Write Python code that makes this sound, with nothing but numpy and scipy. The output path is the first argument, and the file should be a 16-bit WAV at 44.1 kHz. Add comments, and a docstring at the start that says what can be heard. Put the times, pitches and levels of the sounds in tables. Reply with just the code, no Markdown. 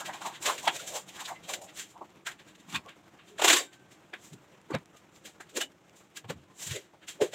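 """Bubbles burst in short resonant puffs and bright sizzles over the faint murmur of a low gas flame:
a thick stew simmers in a clay pot, heard from close by in a small kitchen.
Puffs, pot hum, plops and thin tones are random grains filtered by resonances under rising and dying swells;
sizzle and flame are noise coloured in flickering third-octave bands; droplets tick as filtered clicks.
The modes of the clay wall ring with every source except the ticks and the flame."""
import sys
import numpy as np
from scipy import signal
from scipy.fft import rfft, irfft
from scipy.io import wavfile
from scipy.ndimage import uniform_filter1d

SR = 44100
rng = np.random.default_rng(int(sys.argv[2]) if len(sys.argv) > 2 else 0)


def generate_wav(sig):
    """Save sig (samples, or channels by samples) to the path in sys.argv[1] as 16-bit PCM at SR."""
    pcm = np.round(np.clip(np.atleast_2d(sig).T, -1, 1) * 32767).astype(np.int16)
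    wavfile.write(sys.argv[1], SR, pcm)


def gain_from_decibels(decibels):
    """Convert decibel values to linear amplitude factors."""
    exponent = np.asarray(decibels, float) / 20
    return 10 ** exponent


N = 323694


def rms_one(x):
    """Normalisation: the signal is scaled to unit rms."""
    return x / np.sqrt(np.mean(x ** 2) + 1e-20)


def drift(rate):
    """Low-pass random modulation: noise through two equal poles at rate (Hz), scaled to rms 1."""
    hop = 40      # samples between points of the slow curve
    pole = np.exp(-2 * np.pi * rate * hop / SR)
    noise = rng.standard_normal(N // hop + 2002)
    slow = signal.lfilter([1], [1, -2 * pole, pole * pole], noise)[2000:]
    return np.interp(np.arange(N) / hop, np.arange(len(slow)), rms_one(slow))


def grains(per_s, spread_db, smooth_db):
    """Shot noise: random clicks of uneven size and either sign, mixed with smooth noise; rms 1."""
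    sizes = gain_from_decibels(spread_db * np.minimum(rng.exponential(1, N), 5))
    signed = sizes * rng.choice([-1, 1], N)
    clicks = rms_one(signed * (rng.random(N) < per_s / SR))
    return rms_one(clicks + gain_from_decibels(smooth_db) * rng.standard_normal(N))


def coloured(source, spectrum, patchy_db, rate):
    """Band-wise modulation: each third-octave band of the shaped source flickers on its own; rms 1."""
    hz, db = np.transpose(spectrum)
    centres = 18 * 2 ** (np.arange(31) / 3)
    full = rfft(source)
    f = np.maximum(np.arange(len(full)) * SR / N, 1)
    full = full * gain_from_decibels(np.interp(np.log(f), np.log(hz), db))
    out = np.zeros(N)
    for centre in centres:
        thirds_away = np.clip(3 * np.log2(f / centre), -1, 1)
        share = np.cos(thirds_away * np.pi / 2) ** 2      # neighbouring bands overlap
        out += gain_from_decibels(patchy_db * drift(rate)) * irfft(full * share, N)
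    return rms_one(out)


def swell(peak_s, db, rise_ms, fall_ms):
    """Growth and decay: the level climbs to a peak and dies away; returns first sample and shape."""
    rise_ms, fall_ms = max(rise_ms, 1), max(fall_ms, 1)
    start = max(int((peak_s - .006 * rise_ms) * SR), 0)
    stop = min(int((peak_s + .007 * fall_ms) * SR) + 2, N)
    ms = 1000 * (np.arange(start, stop) / SR - peak_s)
    steps = np.where(ms < 0, -ms / rise_ms, ms / fall_ms)
    # the first step is 11.4 dB and the flanks slowly steepen
    return start, gain_from_decibels(db - 10 * steps * (1.1269 + 0.018 * steps))


def resonant_swells(rows):
    """Band-pass resonance: rows of (peak s, dB, rise ms, fall ms, Hz, nominal half-width Hz) shape grains."""
    shaking = grains(per_s=4000, spread_db=2.5, smooth_db=5.0)
    out = np.zeros(N)
    skips = rng.integers(0, N // 2, len(rows))      # each swell takes a random stretch of grains
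    run_in = 4000      # samples for the filters to settle
    for (peak_s, db, rise_ms, fall_ms, hz, half_width_hz), skip in zip(rows, skips):
        start, shape = swell(peak_s, db, rise_ms, fall_ms)
        half = np.arcsinh(1.018 * half_width_hz / hz)      # edges lie evenly in log pitch
        band = signal.butter(2, hz * np.exp([-half, half]), "band", fs=SR, output="sos")
        ringing = signal.sosfilt(band, shaking[skip:skip + run_in + len(shape)])
        # evening out the level keeps narrow bands from fading by chance
        window = int(200 + .5 * SR / half_width_hz)
        evened = ringing / (np.sqrt(uniform_filter1d(ringing ** 2, size=window)) + 1e-9)
        # the second pass darkens the flanks of the band
        out[start:start + len(shape)] += shape * signal.sosfilt(band, evened)[run_in:]
    return out


# Spectrum of the flame. Each row: frequency in Hz, relative density in dB per Hz.
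FLAME_SPECTRUM = [(18, -40.5), (30, -33.5), (43, -14), (187, 2.5), (256, -7), (316, 2.5), (410, -5),
                  (640, -6), (3330, -17), (4680, -26), (7300, -21.5), (9730, -34.5), (14000, -33.5),
                  (15600, -36.5)]
# Murmur of the flame. Each row: time in seconds, level in dB about which it flutters.
FLAME_LEVEL = [(0.0, -56.5), (0.57, -56), (1.9, -59), (6.99, -61), (7.34, -62)]


def flame():
    """Combustion noise: the gas ring murmurs low, fluttering as a whole and a little band by band."""
    murmur = coloured(rng.standard_normal(N), FLAME_SPECTRUM, patchy_db=1.1, rate=12)
    s, db = np.transpose(FLAME_LEVEL)
    flutter_db = 2.1 * drift(25)
    return gain_from_decibels(np.interp(np.arange(N) / SR, s, db) + flutter_db) * murmur


# Bursting bubble skins, played by the next three functions. Each row: puff peak in seconds, puff level in dB,
# steam level in dB, rise and fall in ms per first 11.4 dB (never under 1 ms).
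SKIN_BURSTS = [(.005, -43.5, -42, 21, 20), (.059, -39.5, -42.5, 8.5, 36), (.136, -44, -50, 8, 54),
               (.217, -47, -48, 7.5, 49), (.265, -39.5, -41, 16.5, 25.5), (.358, -45, -54, 42.5, 27),
               (0.426, -45, -38, 9, 67), (0.46, -27.5, -29.5, 7, 55), (0.581, -40, -42, 3.5, 31.5),
               (.63, -52, -44.4, 6.5, 25), (0.655, -42, -43, 12.5, 27), (0.678, -21, -38, 3, 17.5),
               (.765, -40, -39, 32.5, 14.5), (.8, -45, -45.5, 24.5, 66), (0.876, -45, -38.5, 9, 42),
               (.964, -40.5, -36.5, 29.5, 31), (1.091, -50.5, -48.5, 13, 17),
               (1.167, -48.5, -50.5, 39, 21.5), (1.205, -42, -42.5, 12.5, 33), (1.255, -45.5, -45, 10, 21),
               (1.284, -48, -44.5, 11.5, 37.5), (1.359, -53, -69.5, 7, 20), (1.437, -56.5, -56, 6.5, 56),
               (1.493, -39.5, -38.5, 9.5, 47.5), (1.537, -32, -34, 4, 16), (1.616, -58, -49.5, 2.5, 20),
               (1.64, -71, -52, 13, 28), (1.693, -50.5, -58, 17, 23), (1.775, -48.5, -45, 17.5, 21.5),
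               (1.797, -40.5, -40.5, 19, 38), (1.907, -64, -59, 28.5, 38), (2.268, -36.5, -39, 6, 24),
               (2.317, -46, -51.5, 9.5, 16), (2.397, -52, -62, 10.5, 28), (2.485, -57, -61, 15.5, 35),
               (2.554, -55.5, -61, 6, 12), (2.603, -60, -62.5, 18, 21), (2.7, -51, -51.5, 15.5, 48),
               (2.727, -45.5, -49.5, 11.5, 23.5), (2.75, -34, -44.5, 10.5, -4),
               (2.76, -30.5, -40.5, 11, 13), (2.888, -47.5, -64, 7.5, 37), (3.195, -54, -74, 9, 36.5),
               (3.285, -59, -61, 20.5, 45.5), (3.385, -41.5, -49.5, 3.5, 13), (3.398, -35.5, -42.5, 9, 23),
               (3.419, -27, -31, 4, 20), (3.446, -19.5, -22, 8, 22.5), (3.483, -16.5, -19, 7, 16),
               (3.502, -16.5, -21, 8.5, 25.5), (3.532, -19, -21.5, 8, 22.5), (3.567, -26, -26.5, 15, 33),
               (3.732, -54.5, -59, 7.5, 28.5), (3.917, -59, -58.5, 8.5, 36), (4.136, -40, -60, 3.5, 22),
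               (4.248, -60.5, -53.5, 28.5, 59.5), (4.334, -54, -53.5, 7.5, 11.5),
               (4.708, -54, -55, 5.5, 16.5), (4.745, -38.5, -52, 9, 16.5), (4.969, -59.5, -60.5, 8, 29),
               (5.157, -66, -61.5, 20.5, 40), (5.257, -47, -47, 9, 35.5), (5.406, -50, -51, 3.5, 19),
               (5.494, -57, -57.5, 4, 31), (5.57, -32.5, -32, 9, 19.5), (5.613, -30, -33, 8, 19),
               (5.966, -67.5, -58.5, 12, 58), (6.171, -41, -42, 9, 18), (6.245, -54, -70, 2, 15),
               (6.3, -38.5, -45, 8, 18.5), (6.601, -52, -49, 11.5, 26), (6.627, -46.5, -39.5, 26, 45),
               (6.672, -45.5, -38, 14, 25.5), (6.712, -38.5, -40, 16.5, 52.5), (6.762, -41, -43, 21.5, 17),
               (7.032, -54.5, -70, 12, 29), (7.084, -41.5, -41.5, 6.5, 37), (7.215, -35, -37, 5, 34.5),
               (7.338, -41, -44.5, 11, 31)]


def skin_puffs():
    """Cavity resonance: a bursting skin shakes the air of its own cavity; steamier ones puff higher."""
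    rows = []
    for peak_s, db, steam_db, rise, fall in SKIN_BURSTS:
        hz = 2497 * 2 ** (.02 * (steam_db - db))      # octaves per dB of extra steam
        rows.append((peak_s, db, rise, fall, hz, 0.64 * hz))
    return resonant_swells(rows)


def pot_air():
    """Enclosed-air resonance: the air in the pot hums with each burst, rising and dying more slowly."""
    hum_hz, half_width_hz, hum_db, slower = 340.3, 85, -20.5, 2.5      # level relative to the puff
    return resonant_swells([(peak_s, db + hum_db, slower * rise, slower * fall, hum_hz, half_width_hz)
                            for peak_s, db, _, rise, fall in SKIN_BURSTS])


# Spectrum of steam and spray. Each row: frequency in Hz, relative density in dB per Hz.
SIZZLE_SPECTRUM = [(50, -25), (250, -17.5), (800, -12), (2350, -13), (4000, -7), (4360, -14.5), (5290, -7),
                   (7440, 1.5), (9130, -10.5), (11100, -14.5), (12000, -15), (14300, -13.5), (15600, -20)]


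def sizzle():
    """Incoherent addition: steam and spray hiss through the microphone's bright resonance, summed in power."""
    lag_s, slower_rise, longer_fall = 0.0017, 1.23, 1.004      # relative to the puff
    power = np.zeros(N)
    for peak_s, _, steam_db, rise, fall in SKIN_BURSTS:
        start, shape = swell(peak_s + lag_s, steam_db, slower_rise * rise, longer_fall * fall)
        power[start:start + len(shape)] += shape ** 2
    spray = grains(per_s=6000, spread_db=2.2, smooth_db=5)
    return np.sqrt(power) * coloured(spray, SIZZLE_SPECTRUM, patchy_db=.8, rate=25)


# Modes of the clay wall. Each row: frequency in Hz, bandwidth in Hz, gain in dB over the direct sound,
# about which the drive wanders.
CLAY_MODES = [(1060, 140, -12.5), (1636, 60, -5.5), (1928, 27, -8), (2350, 26, -6), (2740, 170, -12.5),
              (2932, 42, -8), (3220, 90, -3), (3658, 110, -4.5), (3970, 62, -7.5), (4670, 25, -5.5),
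              (6240, 70, -5.5), (7110, 97, -6), (7480, 37, -10.5), (7850, 46, -22.5)]


def clay(x):
    """Modal resonance: the wall of the pot rings along at its modes, added to the direct sound."""
    out = x.copy()
    for hz, width_hz, db in CLAY_MODES:
        r = np.exp(-np.pi * width_hz / SR)
        # each mode's drive wanders slowly at random, so the wall's ringing keeps changing colour
        driven = x * gain_from_decibels(db + 3.2 * drift(5.4)) + 1e-18
        zeros = [(1 - r * r) / 2, 0, (r * r - 1) / 2]
        poles = [1, -2 * r * np.cos(2 * np.pi * hz / SR), r * r]
        out += signal.lfilter(zeros, poles, driven)
    return out


# Hollows of large bubbles. Each row: peak in seconds, level in dB, rise and fall in ms per first 11.4 dB,
# pitch of the hollow in Hz.
HOLLOWS = [(.012, -41, 9, 22, 730), (.018, -42.5, 28, 37, 1300), (.094, -34, 14.5, 19, 794),
           (.096, -42.5, 14.5, 31, 1650), (.149, -41.5, 18, 30, 850), (0.218, -55, 11, 40, 197),
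           (.262, -49.5, 8.5, 34, 410), (0.68, -46.5, 8, 20, 180), (.217, -40.5, 10, 12, 770),
           (.219, -41, 7.5, 30, 1150), (.258, -32, 13.5, 42, 894), (.48, -34, 20.5, 45, 545),
           (.496, -29.5, 33, 32, 880), (.5, -30, 30.5, 23, 1200), (.55, -46.5, 15.5, 62, 510),
           (.646, -37, 13, 12, 830), (.678, -18, 7, 10.5, 795), (.705, -38.5, 8, 28, 830),
           (.761, -43.5, 24.5, 24, 550), (.81, -48, 7, 121, 585), (.96, -38.5, 50, 32, 587),
           (.97, -39.5, 30.5, 25, 890), (1.091, -58, 9.5, 62, 695), (1.2, -45.5, 30.5, 19, 1710),
           (1.223, -43, 50, 14, 940), (1.259, -38, 8.5, 14, 3650), (1.289, -44.5, 10, 31, 1860),
           (1.285, -44, 8.5, 26, 1310), (1.32, -35.5, 30.5, 18, 817), (1.496, -39, 15, 81, 630),
           (1.5, -41, 10, 25, 910), (1.617, -47.5, 9.5, 73, 670), (1.964, -47, 13, 29, 860),
           (2.015, -36.5, 3.5, 17, 850), (2.017, -47, 5, 12, 556), (2.025, -45.5, 18.5, 6, 355),
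           (2.269, -46, 5, 37, 806), (2.271, -34.5, 7.5, 30, 1670), (2.599, -50, 3.5, 17, 258),
           (2.687, -54, 6.5, 20, 900), (2.692, -49, 25.5, 17, 190), (2.746, -38, 19, 34, 197),
           (2.752, -37, 19, 25, 1050), (2.762, -45, 14, 24, 94), (2.862, -47.5, 6, 29, 590),
           (3.398, -32, 6.5, 10, 630), (3.398, -35.5, 5, 21, 1100), (3.422, -24, 3.5, 11, 780),
           (3.422, -28, 3.5, 9, 440), (3.423, -32, 5, 27, 1360), (3.445, -20.5, 2.5, 24, 817),
           (3.447, -25, 8, 25, 430), (3.481, -24.5, 5.5, 14, 1000), (3.483, -30, 7.5, 24, 400),
           (3.504, -26.5, 8, 23, 660), (3.504, -31, 7, 16, 910), (3.537, -28.5, 7, 23, 422),
           (3.538, -31, 8.5, 28, 930), (3.61, -38, 24.5, 25, 590), (4.137, -44.5, 6, 9, 440),
           (4.137, -44, 6.5, 14, 700), (4.137, -39, 2.5, 17, 1850), (4.329, -43.5, 12, 28, 152),
           (4.34, -48, 7.5, 19, 305), (4.706, -30.5, 2, 5, 308), (4.706, -42, 5.5, 11, 900),
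           (4.708, -46, 6, 16, 1650), (4.718, -31.5, 5.5, 9, 347), (4.719, -37.5, 4, 17, 990),
           (4.747, -26, 6.5, 12, 540), (4.747, -33.5, 6.5, 18.5, 1000), (4.748, -34, 8, 18, 1840),
           (4.749, -36.5, 14, 22, 124.4), (4.752, -27, 11.5, 18, 176), (4.75, -36.5, 6.5, 19, 298),
           (5.251, -50, 3, 17, 430), (5.256, -56, 5, 20, 230), (5.404, -46, 3.5, 6, 300),
           (5.405, -49, 3.5, 18, 780), (5.407, -43.5, 5, 17, 1610), (5.576, -44, 27, 65, 281),
           (5.582, -31, 21, 11, 444), (5.578, -40.5, 7.5, 16, 1220), (5.611, -41, 7, 32.5, 650),
           (6.245, -50, 2, 12, 517), (6.245, -51, 3, 19, 900), (6.257, -43.5, 11.5, 19, 121),
           (6.294, -41, 4.5, 49, 211), (6.305, -37.5, 8.5, 15, 131), (6.306, -31.5, 5, 12, 467),
           (6.306, -42, 8.5, 17, 1390), (6.36, -49.5, 26.5, 66, 104.7), (6.678, -40, 11, 7, 130),
           (6.715, -34.5, 21.5, 26, 114), (6.3, -43, 9, 20, 850), (1.1, -51, 10, 15, 2600),
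           (1.45, -52, 15.5, 30, 3100), (6.767, -36.5, 25.5, 23, 438), (6.689, -53, 59.5, 47, 3700),
           (6.939, -52, 5.5, 21, 740), (7.218, -20, 8.5, 25.5, 486), (7.22, -37.5, 7.5, 23, 900),
           (7.221, -40.5, 6, 25, 1630), (7.219, -23.5, 7.5, 29, 399), (7.219, -42, 4, 17, 113),
           (7.22, -36.5, 6.5, 18, 213), (7.205, -40, 4, 31, 596), (7.335, -37, 2.5, 26, 573)]


def plops():
    """Cavity resonance: the hollow of a large bubble plops, its bandwidth in proportion to its pitch."""
    return resonant_swells([(peak_s, db, rise, fall, hz, 0.29 * hz) for peak_s, db, rise, fall, hz in HOLLOWS])


# The loudest droplets. Each row: time in seconds, click level in dB before the gains in ticks().
LOUD_DROPLETS = [(0.6765, -24), (0.68, -22.5), (1.538, -35), (1.62, -50), (1.9787, -53.2), (2.1043, -54.3),
                 (2.16, -54.2), (2.7282, -38.0), (2.7485, -36), (2.758, -35), (2.8616, -46.8),
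                 (2.8938, -45.0), (4.138, -42), (4.6158, -53.2), (4.7505, -34), (4.7859, -47.1),
                 (4.8582, -48.2), (5.1621, -50.3), (5.577, -33), (5.617, -34), (5.7195, -53.5),
                 (5.8962, -48.9), (6.3064, -32.7)]


def ticks():
    """Impulse excitation: a droplet snaps as a click and brief bright noise; faint ones fall at random."""
    faint = rng.random(N) < 1.6 / SR      # 1.6 per second
    clicks = faint * gain_from_decibels(-59 + 2 * rng.standard_normal(N))
    for s, db in LOUD_DROPLETS:
        clicks[round(s * SR)] = gain_from_decibels(db)
    decay_s = .0008
    fading = signal.lfilter([1], [1, -np.exp(-1 / (decay_s * SR))], clicks + 1e-18)
    noise = fading * rng.standard_normal(N)
    bright = signal.butter(2, [900, 7500], "band", fs=SR, output="sos")
    return signal.sosfilt(bright, gain_from_decibels(15) * clicks + gain_from_decibels(2.5) * noise)


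# Thin tones out of the stew. Each row: peak in seconds, level in dB, fall in ms per first 11.4 dB
# (never under 1 ms), pitch in Hz.
THIN_TONES = [(.68, -35, 26, 3394), (.8, -44, 12, 1414), (1.365, -51, 27.5, 2090), (2.752, -37, 10.5, 1516),
              (2.752, -33.5, 13.5, 3540), (2.765, -48, 19, 4380), (2.76, -31, 14.5, 2440),
              (2.87, -50, 29, 1116), (3.33, -52.5, 64, 397), (3.57, -34.5, 30.5, 1080),
              (3.57, -31.5, 27.5, 1810), (3.575, -35, 31.5, 7900), (3.58, -35.5, 37.5, 7440),
              (3.595, -43, 14, 4670), (3.6, -43.5, 36.5, 3710), (3.6, -45, 31, 2310),
              (3.601, -47.5, 30.5, 2990), (3.68, -63.5, 219, 1552), (4.742, -40.5, 17, 2350),
              (4.749, -42.5, 12, 3800), (4.735, -54, 19.5, 4470), (4.95, -61.5, 51, 1220),
              (5.05, -66, 40, 743), (2.78, -60, 20, 5140), (6.5, -65.5, 50, 1030), (5.624, -36, 22, 2960),
              (6.319, -52, 13, 1830), (6.77, -43, 16, 2100)]


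def whistles():
    """Time-bandwidth reciprocity: thin tones ring for a moment, and the longer they ring the purer they are."""
    return resonant_swells([(peak_s, db, .6 * fall, fall, hz, 1800 / max(fall, 1))      # half-width in Hz
                            for peak_s, db, fall, hz in THIN_TONES])


def scene():
    """Superposition: bursts, tones and sizzle set the clay ringing; all sources reach one microphone."""
    from_stew = skin_puffs() + pot_air() + sizzle() + plops() + whistles()
    return (clay(from_stew) + ticks() + flame())[None]


def band_limit(x):
    """A steep low-pass at the top of the band."""
    return signal.sosfilt(signal.butter(12, 15730, fs=SR, output="sos"), x)


def record(dry):
    """High-pass response: the microphone drops the deep bass below 45 Hz."""
    bass_cut = signal.butter(2, 45, "high", fs=SR, output="sos")
    return band_limit(signal.sosfilt(bass_cut, dry))


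dry = scene()
out = record(dry)
generate_wav(out)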